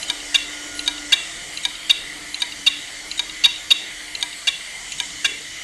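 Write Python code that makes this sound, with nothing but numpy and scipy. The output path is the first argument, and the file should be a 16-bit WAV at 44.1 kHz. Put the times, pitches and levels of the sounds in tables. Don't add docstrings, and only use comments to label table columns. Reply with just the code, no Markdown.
import sys
import numpy as np
from scipy import signal
from scipy.io import wavfile
from scipy.ndimage import uniform_filter1d

SR = 44100
rng = np.random.default_rng(int(sys.argv[2]) if len(sys.argv) > 2 else 0)


def voltage_ratio(level):
    return 10 ** (np.asarray(level, float) / 20)


def output_pcm(signal):
    pcm = np.clip(np.atleast_2d(signal).T, -1, 1) * 32767
    wavfile.write(sys.argv[1], SR, np.round(pcm).astype(np.int16))


N = 248283
T = np.arange(N) / SR

# base, frame, arm, arm tip, flexure [f/Hz]
PARTS_HZ = [1600, 2760, 3430, 3750, 6300]
FLAT_DB = np.zeros(len(PARTS_HZ))
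# [inner knock t/s, lift-off lead/s (0 = bounce off the last slam), knock level/dB, slam level/dB,
# base ring in the slam/dB]
CYCLES = [
    (0.1001, .071, 1, -1.5, -3),
    (0.878, .085, 1.5, 0.5, 3),
    (1.6519, .0786, 0.5, -1, -8),
    (2.4203, .076, 0, -1, -13),
    (3.1942, .080, -1.5, -1, -18),
    (3.4582, 0, 0.5, -1, -14),
    (4.2272, .0756, 0.5, -3, -4.5),
    (5.0012, .0804, 2, -4, 5.5),
]
# [t/s, retreat 0-1, platter in view 0-1, turned away from the arm tip 0-1]
HAND = [(0, 0, 1, 0.53), (.35, 0.11, 1, 0.57), (.8, 0, 0.86, 0.25), (1.15, 0.09, 0.77, 0.46),
        (1.6, 0.28, 0.36, 0.36), (1.93, .3, .03, 0.25), (2.4, .48, .35, 0.22), (3.0, 0.4, 0.46, 0.27),
        (3.5, .45, 0.67, 0.01), (4.15, 0.47, 0.04, 0.27), (4.3, 0.63, .15, 0.7), (4.6, 0.5, 0.4, 0.53),
        (4.97, 0.63, 1, 1), (5.3, 0.7, 1, 0.83), (5.63, 0.83, 0.7, 0.5)]
BRAKE_LEAD_S = .018


def evened(x):
    return x / np.sqrt(np.mean(abs(x) ** 2) + 1e-20)


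def add(mix, s, sound):
    cut = max(-round(s * SR), 0)
    part = mix[max(round(s * SR), 0):][:len(sound) - cut]
    part += sound[cut:][:len(part)]


def waver(count, width_hz):
    keep = np.exp(-np.pi * width_hz / SR)
    z = rng.standard_normal((count + 4000, 2)) @ [1, 1j]
    once = signal.lfilter([1], [1, -keep], z)
    return evened(signal.lfilter([1], [1, -keep], once)[4000:])


def curve(rows):
    s, *columns = np.transpose(rows)
    return [np.interp(T, s, c) for c in columns]


def away(s):
    times, *_, turn = np.transpose(HAND)
    return np.interp(s, times, turn)


def seen(parts_db, away_db, s):
    return np.add(parts_db, away(s) * np.array(away_db))


def placed(rows):
    moves = np.array(curve(HAND))
    return [db + np.array(per_move_db) @ moves for db, *per_move_db in rows]


def tone(hz, db, rough, width_hz, count=N):
    turn = np.exp(2j * np.pi * (np.cumsum(hz * np.ones(count)) / SR + rng.random()))
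    return np.sqrt(2) * voltage_ratio(db) * (turn * (1 + rough * waver(count, width_hz))).real


def arm():
    out = np.zeros(N)
    for s, lead_s, knock_db, slam_db, base_db in CYCLES:
        lifts = lead_s > BRAKE_LEAD_S
        slam_s = s + .2432 + (0 if lifts else .0034)
        slam(out, slam_s, slam_db, base_db)
        knock(out, s, knock_db)
        rebound(out, s)
        if lifts:
            lift(out, s - lead_s)
            brake(out, s)
    return out


def slam(out, s, slam_db, base_db):
    # [f/Hz, level/dB, swell/ms, hold/ms, t60/s]
    slam_modes = [(1627, -22, 3.7, 4.7, 0.048), (1810, -31, 8.1, 13, 0.063), (2325, -19.5, 8.3, 9.1, 0.079),
                  (2436, -21.5, 6.5, 6.7, 0.013), (2774, -7, 4.6, 4.8, 0.031),
                  (3410, -11.5, 13.4, 3.7, 0.016), (3480, -11, 15.3, 3.1, 0.026), (3736, 0, 16, 2.1, 0.022),
                  (4514, -12.5, 0.9, 4.9, 0.018), (4686, -15.5, 8.3, 4, 0.028),
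                  (5850, -30.5, 1, 3.8, 0.065), (6310, -23.5, 0.93, 6.4, 0.01),
                  (6860, -28.5, 7.6, 6, 0.036), (8490, -29, 2.5, 5.1, 0.021)]
    desk_modes = [(707, -37, 3.7, 3.5, 0.018), (1096, -37, 10, 5.2, 0.16)]
    after_modes = [(2314, -41, 93, 10, 0.097), (2747, -28.5, 49, 12, 0.4), (2870, -35, 18, 10, 0.46),
                   (3420, -35.5, 81, 10, 0.32), (3900, -42.5, 91, 10, 0.29), (3840, -39, 94, 7.9, 0.73),
                   (3640, -39, 130, 7.3, 0.9), (4240, -45, 90, 5, 0.49), (4560, -51, 64, 10, .2),
                   (6330, -45, 44, 10, 0.14)]
    # [centre f/Hz, level/dB, swell/ms, hold/ms, t60/s]
    slam_scrape = [(5180, -23, 1.8, 15.8, 0.04)]
    # face on [level/dB], then change when turned away [level/dB]
    face_db = [-3.5, -3, -0.5, -0.5]
    away_db = [1.7, 3.5, -14, 6.2]
    parts_db = [base_db, *(slam_db + seen(face_db, away_db, s))]
    add(out, s, blow(slam_modes, parts_db, rough=.28, width_hz=780) + scrape(slam_scrape, parts_db[-1]))
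    add(out, s, blow(desk_modes, FLAT_DB, rough=0.39, width_hz=15))
    add(out, s, blow(after_modes, .6 * np.array(parts_db), rough=.82, width_hz=85, count=16000))


def knock(out, s, knock_db):
    # [f/Hz, level/dB, swell/ms, hold/ms, t60/s]
    knock_modes = [(966, -24, 6.1, 0.93, 0.1), (777, -30.5, 10.6, 1.7, 0.034),
                   (1643, -18.5, 1.1, 1.2, 0.08), (2350, -12.5, 0.27, 0.79, 0.076),
                   (3020, -13, 0.66, 1.3, 0.018), (3582, -8.5, 0.78, 1.7, 0.0079),
                   (3767, -8, 5.1, 0.27, 0.031), (4574, -10, 0.94, 0.71, 0.021),
                   (5670, -52, 0.78, 1, 0.028), (6200, -20.5, 2.3, 1.4, 0.035), (6480, -19, 1.8, 1, 0.035),
                   (8940, -18.5, 0.21, 0.34, 0.035), (10200, -47, .6, .6, .01),
                   (10930, -24, 0.35, .6, 0.011)]
    # [centre f/Hz, level/dB, swell/ms, hold/ms, t60/s]
    knock_scrape = [(5980, -11.5, 0.85, 1, 0.015)]
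    # face on [level/dB], then change when turned away [level/dB]
    face_db = [-8, -9.5, -6.5, 1.8, -7]
    away_db = [-2.7, -3, 10, -19, -3.3]
    parts_db = knock_db + seen(face_db, away_db, s)
    ring = blow(knock_modes, parts_db, rough=.24, width_hz=1900)
    add(out, s - .001, ring + scrape(knock_scrape, parts_db[-1]))


def lift(out, s):
    # [f/Hz, level/dB, swell/ms, hold/ms, t60/s]
    lift_modes = [(2410, -14, 2, 2, 0.033), (2744, -10, 1.4, 2.4, 0.081), (3046, -7.5, 4.5, 2.1, 0.028),
                  (4060, 1, 2.4, 0.76, 0.018), (4760, -11, 1.8, 1.5, 0.015), (6150, -19, 2.8, 4.1, 0.07),
                  (6820, -11.5, 1.5, 2, 0.024), (8560, -17, 1.8, 0.72, 0.014)]
    # [centre f/Hz, level/dB, swell/ms, hold/ms, t60/s]
    lift_scrape = [(4640, -25, 0.98, 3.6, 0.073)]
    # face on [level/dB], then change when turned away [level/dB]
    face_db = [-19.5, -19.5, -20.5, -13, -21]
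    away_db = [6, -.4, -2, -19.5, 9]
    parts_db = seen(face_db, away_db, s)
    ring = blow(lift_modes, parts_db, rough=.24, width_hz=890)
    add(out, s - .0015, ring + scrape(lift_scrape, parts_db[-1]))


def brake(out, knock_s):
    # [f/Hz, level/dB, swell/ms, hold/ms, t60/s]
    brake_modes = [(3770, -16, 5.5, 6, 0.0097), (4330, -31, 1, 3.5, 0.033), (5700, -24, 1, 2.7, 0.035),
                   (6760, -17, 1, 3.6, 0.057), (8300, -17, 1, 2.7, 0.046)]
    parts_db = [0, 0, 0, 0, -6 + 6 * away(knock_s)]
    jolt = blow(brake_modes, parts_db, rough=0.34, width_hz=270)
    add(out, knock_s - BRAKE_LEAD_S - .001, voltage_ratio(-9.5 - 6 * away(knock_s)) * jolt)


def rebound(out, knock_s):
    # [f/Hz, level/dB, swell/ms, hold/ms, t60/s]
    rebound_modes = [(2810, -10.5, 1.6, 1.1, 0.053), (3790, -6, 1.3, 1.9, 0.024),
                     (4800, -12, 1, 1.4, 0.012)]
    tap = blow(rebound_modes, FLAT_DB, rough=0.31, width_hz=270)
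    add(out, knock_s + .1018 - .001, voltage_ratio(-18 - 8.5 * away(knock_s)) * tap)


def blow(modes, parts_db, rough, width_hz, count=4000):
    t, out = np.arange(count) / SR, np.zeros(count)
    steady = np.sqrt(1 - rough ** 2)
    for hz, db, swell_ms, hold_ms, t60_s in modes:
        rise = np.sin(np.pi / 2 * np.minimum(t * 1000 / swell_ms, 1)) ** 2
        fall_db = -60 * np.maximum(t - (swell_ms + hold_ms) / 1000, 0) / t60_s
        turn = np.exp(2j * np.pi * (hz * t + rng.random()))
        turn = turn * (steady + rough * waver(count, width_hz))
        out += voltage_ratio(db + np.interp(hz, PARTS_HZ, parts_db) + fall_db) * rise * turn.real
    return out


def scrape(band, db):
    edges_hz = [900, 11500]
    rasp = blow(band, [db] * len(PARTS_HZ), rough=1, width_hz=6800)
    return signal.sosfilt(signal.butter(3, edges_hz, "band", fs=SR, output="sos"), rasp)


def room(x):
    t60_s, gap_s, spacing = 0.29, 0.037, 22
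    taps = np.zeros(SR // 2)
    at = np.arange(0, len(taps) - spacing, spacing)
    at = at + rng.integers(0, spacing, len(at))
    taps[at] = rng.choice([-1., 1.], len(at))
    t = np.arange(len(taps)) / SR
    taps *= voltage_ratio(-60 * t / t60_s) * (1 - np.exp(-(t / gap_s) ** 2))
    return signal.fftconvolve(x, taps / np.linalg.norm(taps))[:N]


def coil():
    coil_hz, partner_hz, width_hz = 10840, 13050, 330
    lead_s, length_s = 0.05, 0.074
    out, t, retreat = np.zeros(N), np.arange(round(length_s * SR)) / SR, curve(HAND)[0]
    for knock_s, lift_lead_s, *_ in CYCLES:
        if lift_lead_s <= BRAKE_LEAD_S:
            continue
        s = knock_s - lift_lead_s
        whine = (np.exp(2j * np.pi * coil_hz * t) * waver(len(t), width_hz)).real
        partner = (np.exp(2j * np.pi * partner_hz * t) * waver(len(t), width_hz)).real
        db = -37.5 - 19 * retreat[round(s * SR)] - 3 * away(s)
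        add(out, s - lead_s, voltage_ratio(db) * (whine + voltage_ratio(-19) * partner) * signal.windows.tukey(len(t), .3))
    return out


def hand():
    # [t/s, level/dB, f/Hz]
    bumps = [
        (5.255, -42, 430),
        (5.282, -39, 440),
        (5.31, -40, 410),
        (5.345, -43, 440),
        (5.40, -45, 470),
    ]
    out = np.zeros(N)
    for s, db, hz in bumps:
        add(out, s, blow([(hz, db, 8, 4, .06)], FLAT_DB, rough=0.74, width_hz=440))
    return out


def air():
    # [f/Hz, level per Hz/dB]
    spectrum = [(12, -36), (20, -8.5), (185, -1), (257, -13.5), (294, -4), (346, -13.5), (430, -14),
                (682, -13), (1110, -15.5), (2130, -4.5), (2720, -11), (3040, -2.5), (5220, -15.5),
                (8520, -8.5), (13200, -33.5)]
    # [f/Hz, width/Hz, level/dB]
    resonances = [(650, 20, 2.4), (2015, 440, 9.75), (2956, 190, 4.5), (4600, 820, 8.4), (6600, 660, 0.48),
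                  (7980, 360, 4.7), (11280, 2000, 8.9)]
    edges_hz = [0, 260, 1400, 5200, 7450, 9000, 22050]
    # [rest level/dB, per retreat/dB, per platter view/dB, per turn away/dB]
    band_levels = [(-42.5, -8, -0.7, 1.35), (-34, -1.5, 0.4, 0.3), (-43.5, -0.4, 6, -0.1),
                   (-43.5, -6.5, -2.4, 9)]
    rumble_db, top_db = -54.5, -49
    size, hop = 1024, 256
    frames, hz = N // hop + 5, np.fft.rfftfreq(size, 1 / SR)
    a, b, patches, strands = rng.standard_normal((frames, len(hz), 4)).T
    strands = evened(uniform_filter1d(uniform_filter1d(strands, size=3, axis=0), size=50, axis=1))
    patches = evened(uniform_filter1d(uniform_filter1d(patches, size=12, axis=0), size=14, axis=1))
    f, db = np.transpose(spectrum)
    shape_db = np.interp(np.log(hz + 1), np.log(f + 1), db)
    for peak_hz, width_hz, peak_db in resonances:
        shape_db += peak_db / (1 + (2 * (hz - peak_hz) / width_hz) ** 2)
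    frame_s = np.arange(frames) * hop / SR
    drifting_db = [np.interp(frame_s, T, c) for c in placed(band_levels)]
    bands_db = np.array([np.full(frames, rumble_db), *drifting_db, np.full(frames, top_db)])
    band = np.clip(np.searchsorted(edges_hz, hz) - 1, 0, len(bands_db) - 1)
    power = np.bincount(band, voltage_ratio(shape_db) ** 2)
    gain_db = (bands_db - 10 * np.log10(power)[:, None])[band]
    gain_db = uniform_filter1d(gain_db, size=5, axis=0)
    z = (a + 1j * b) * voltage_ratio(shape_db[:, None] + gain_db + 1.4 * patches + 1.29 * strands)
    return signal.istft(z, nperseg=size, noverlap=size - hop)[1][:N]


def motor():
    multiples = (1.99, 10, 11, 12)
    # [rest level/dB, per retreat/dB, per platter view/dB, per turn away/dB]
    line_levels = [(-42, -34, 0, -14), (-55.5, 0, 0, 0), (-61, -6, 7, 3), (-54.5, -3, 0, -4)]
    base_hz = 720.8 * (1 + .0007 * waver(N, width_hz=3.13).real)
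    return sum(tone(base_hz * k, db, rough=.5, width_hz=18) for k, db in zip(multiples, placed(line_levels)))


def fans():
    # [t/s, length/s, f/Hz, glide/(Hz/s), level/dB]
    swells = [(0.02, .62, 294.3, 0.7, -48), (0.481, 0.714, 295.8, -1.9, -45), (1.406, 0.34, 301, 2, -55.5),
              (1.999, 0.39, 293.5, 1, -48.5), (2.424, 0.44, 291.7, 0, -50), (2.897, .5, 289, 4, -61),
              (4.794, .75, 294.5, -3.5, -55), (0, 0.21, 321, 6, -53.5), (0.471, 1.03, 318.5, 0, -52.5),
              (1.555, 1.15, 312.3, -3.5, -55.5), (2.903, 0.79, 310.4, -0.3, -54.5),
              (3.549, 0.92, 307.8, -9.5, -53), (5.002, 0.94, 320, -4.5, -60)]
    out = np.zeros(N)
    for s, length_s, hz, glide, db in swells:
        t = np.arange(round(length_s * SR)) / SR
        line = tone(hz + glide * t, db, rough=0.19, width_hz=4.5, count=len(t))
        add(out, s, line * signal.windows.tukey(len(t), 0.39))
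    return out


def hum():
    # [f/Hz, level/dB]
    lines = [(39.5, -59.5), (59, -66.5), (693, -62.5), (28.6, -66)]
    change_db = -8 * (curve(HAND)[0] - .5)
    return sum(tone(hz, db + change_db, rough=0.63, width_hz=8.4) for hz, db in lines)


def scene():
    blows = arm()
    machine = blows + voltage_ratio(-16.5) * room(blows) + coil() + hand() + air() + motor()
    return (machine + fans() + hum())[None]


def band_limit(x):
    return signal.sosfilt(signal.butter(12, 15840, fs=SR, output="sos"), x)


def record(dry):
    top, knee = .735, 30
    treble_edge = signal.ellip(8, .3, 70, 12950, fs=SR, output="sos")
    heard = signal.sosfilt(treble_edge, dry)
    clipped = heard / (1 + abs(heard / top) ** knee) ** (1 / knee)
    hz, db = [0, 13200, 13500, 15650, 15950, SR / 2], [0, 0, -9, -9, -90, -90]
    dulled = signal.oaconvolve(clipped, signal.firwin2(255, hz, voltage_ratio(db), fs=SR)[None], "same")
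    return band_limit(dulled)


dry = scene()
out = record(dry)
output_pcm(out)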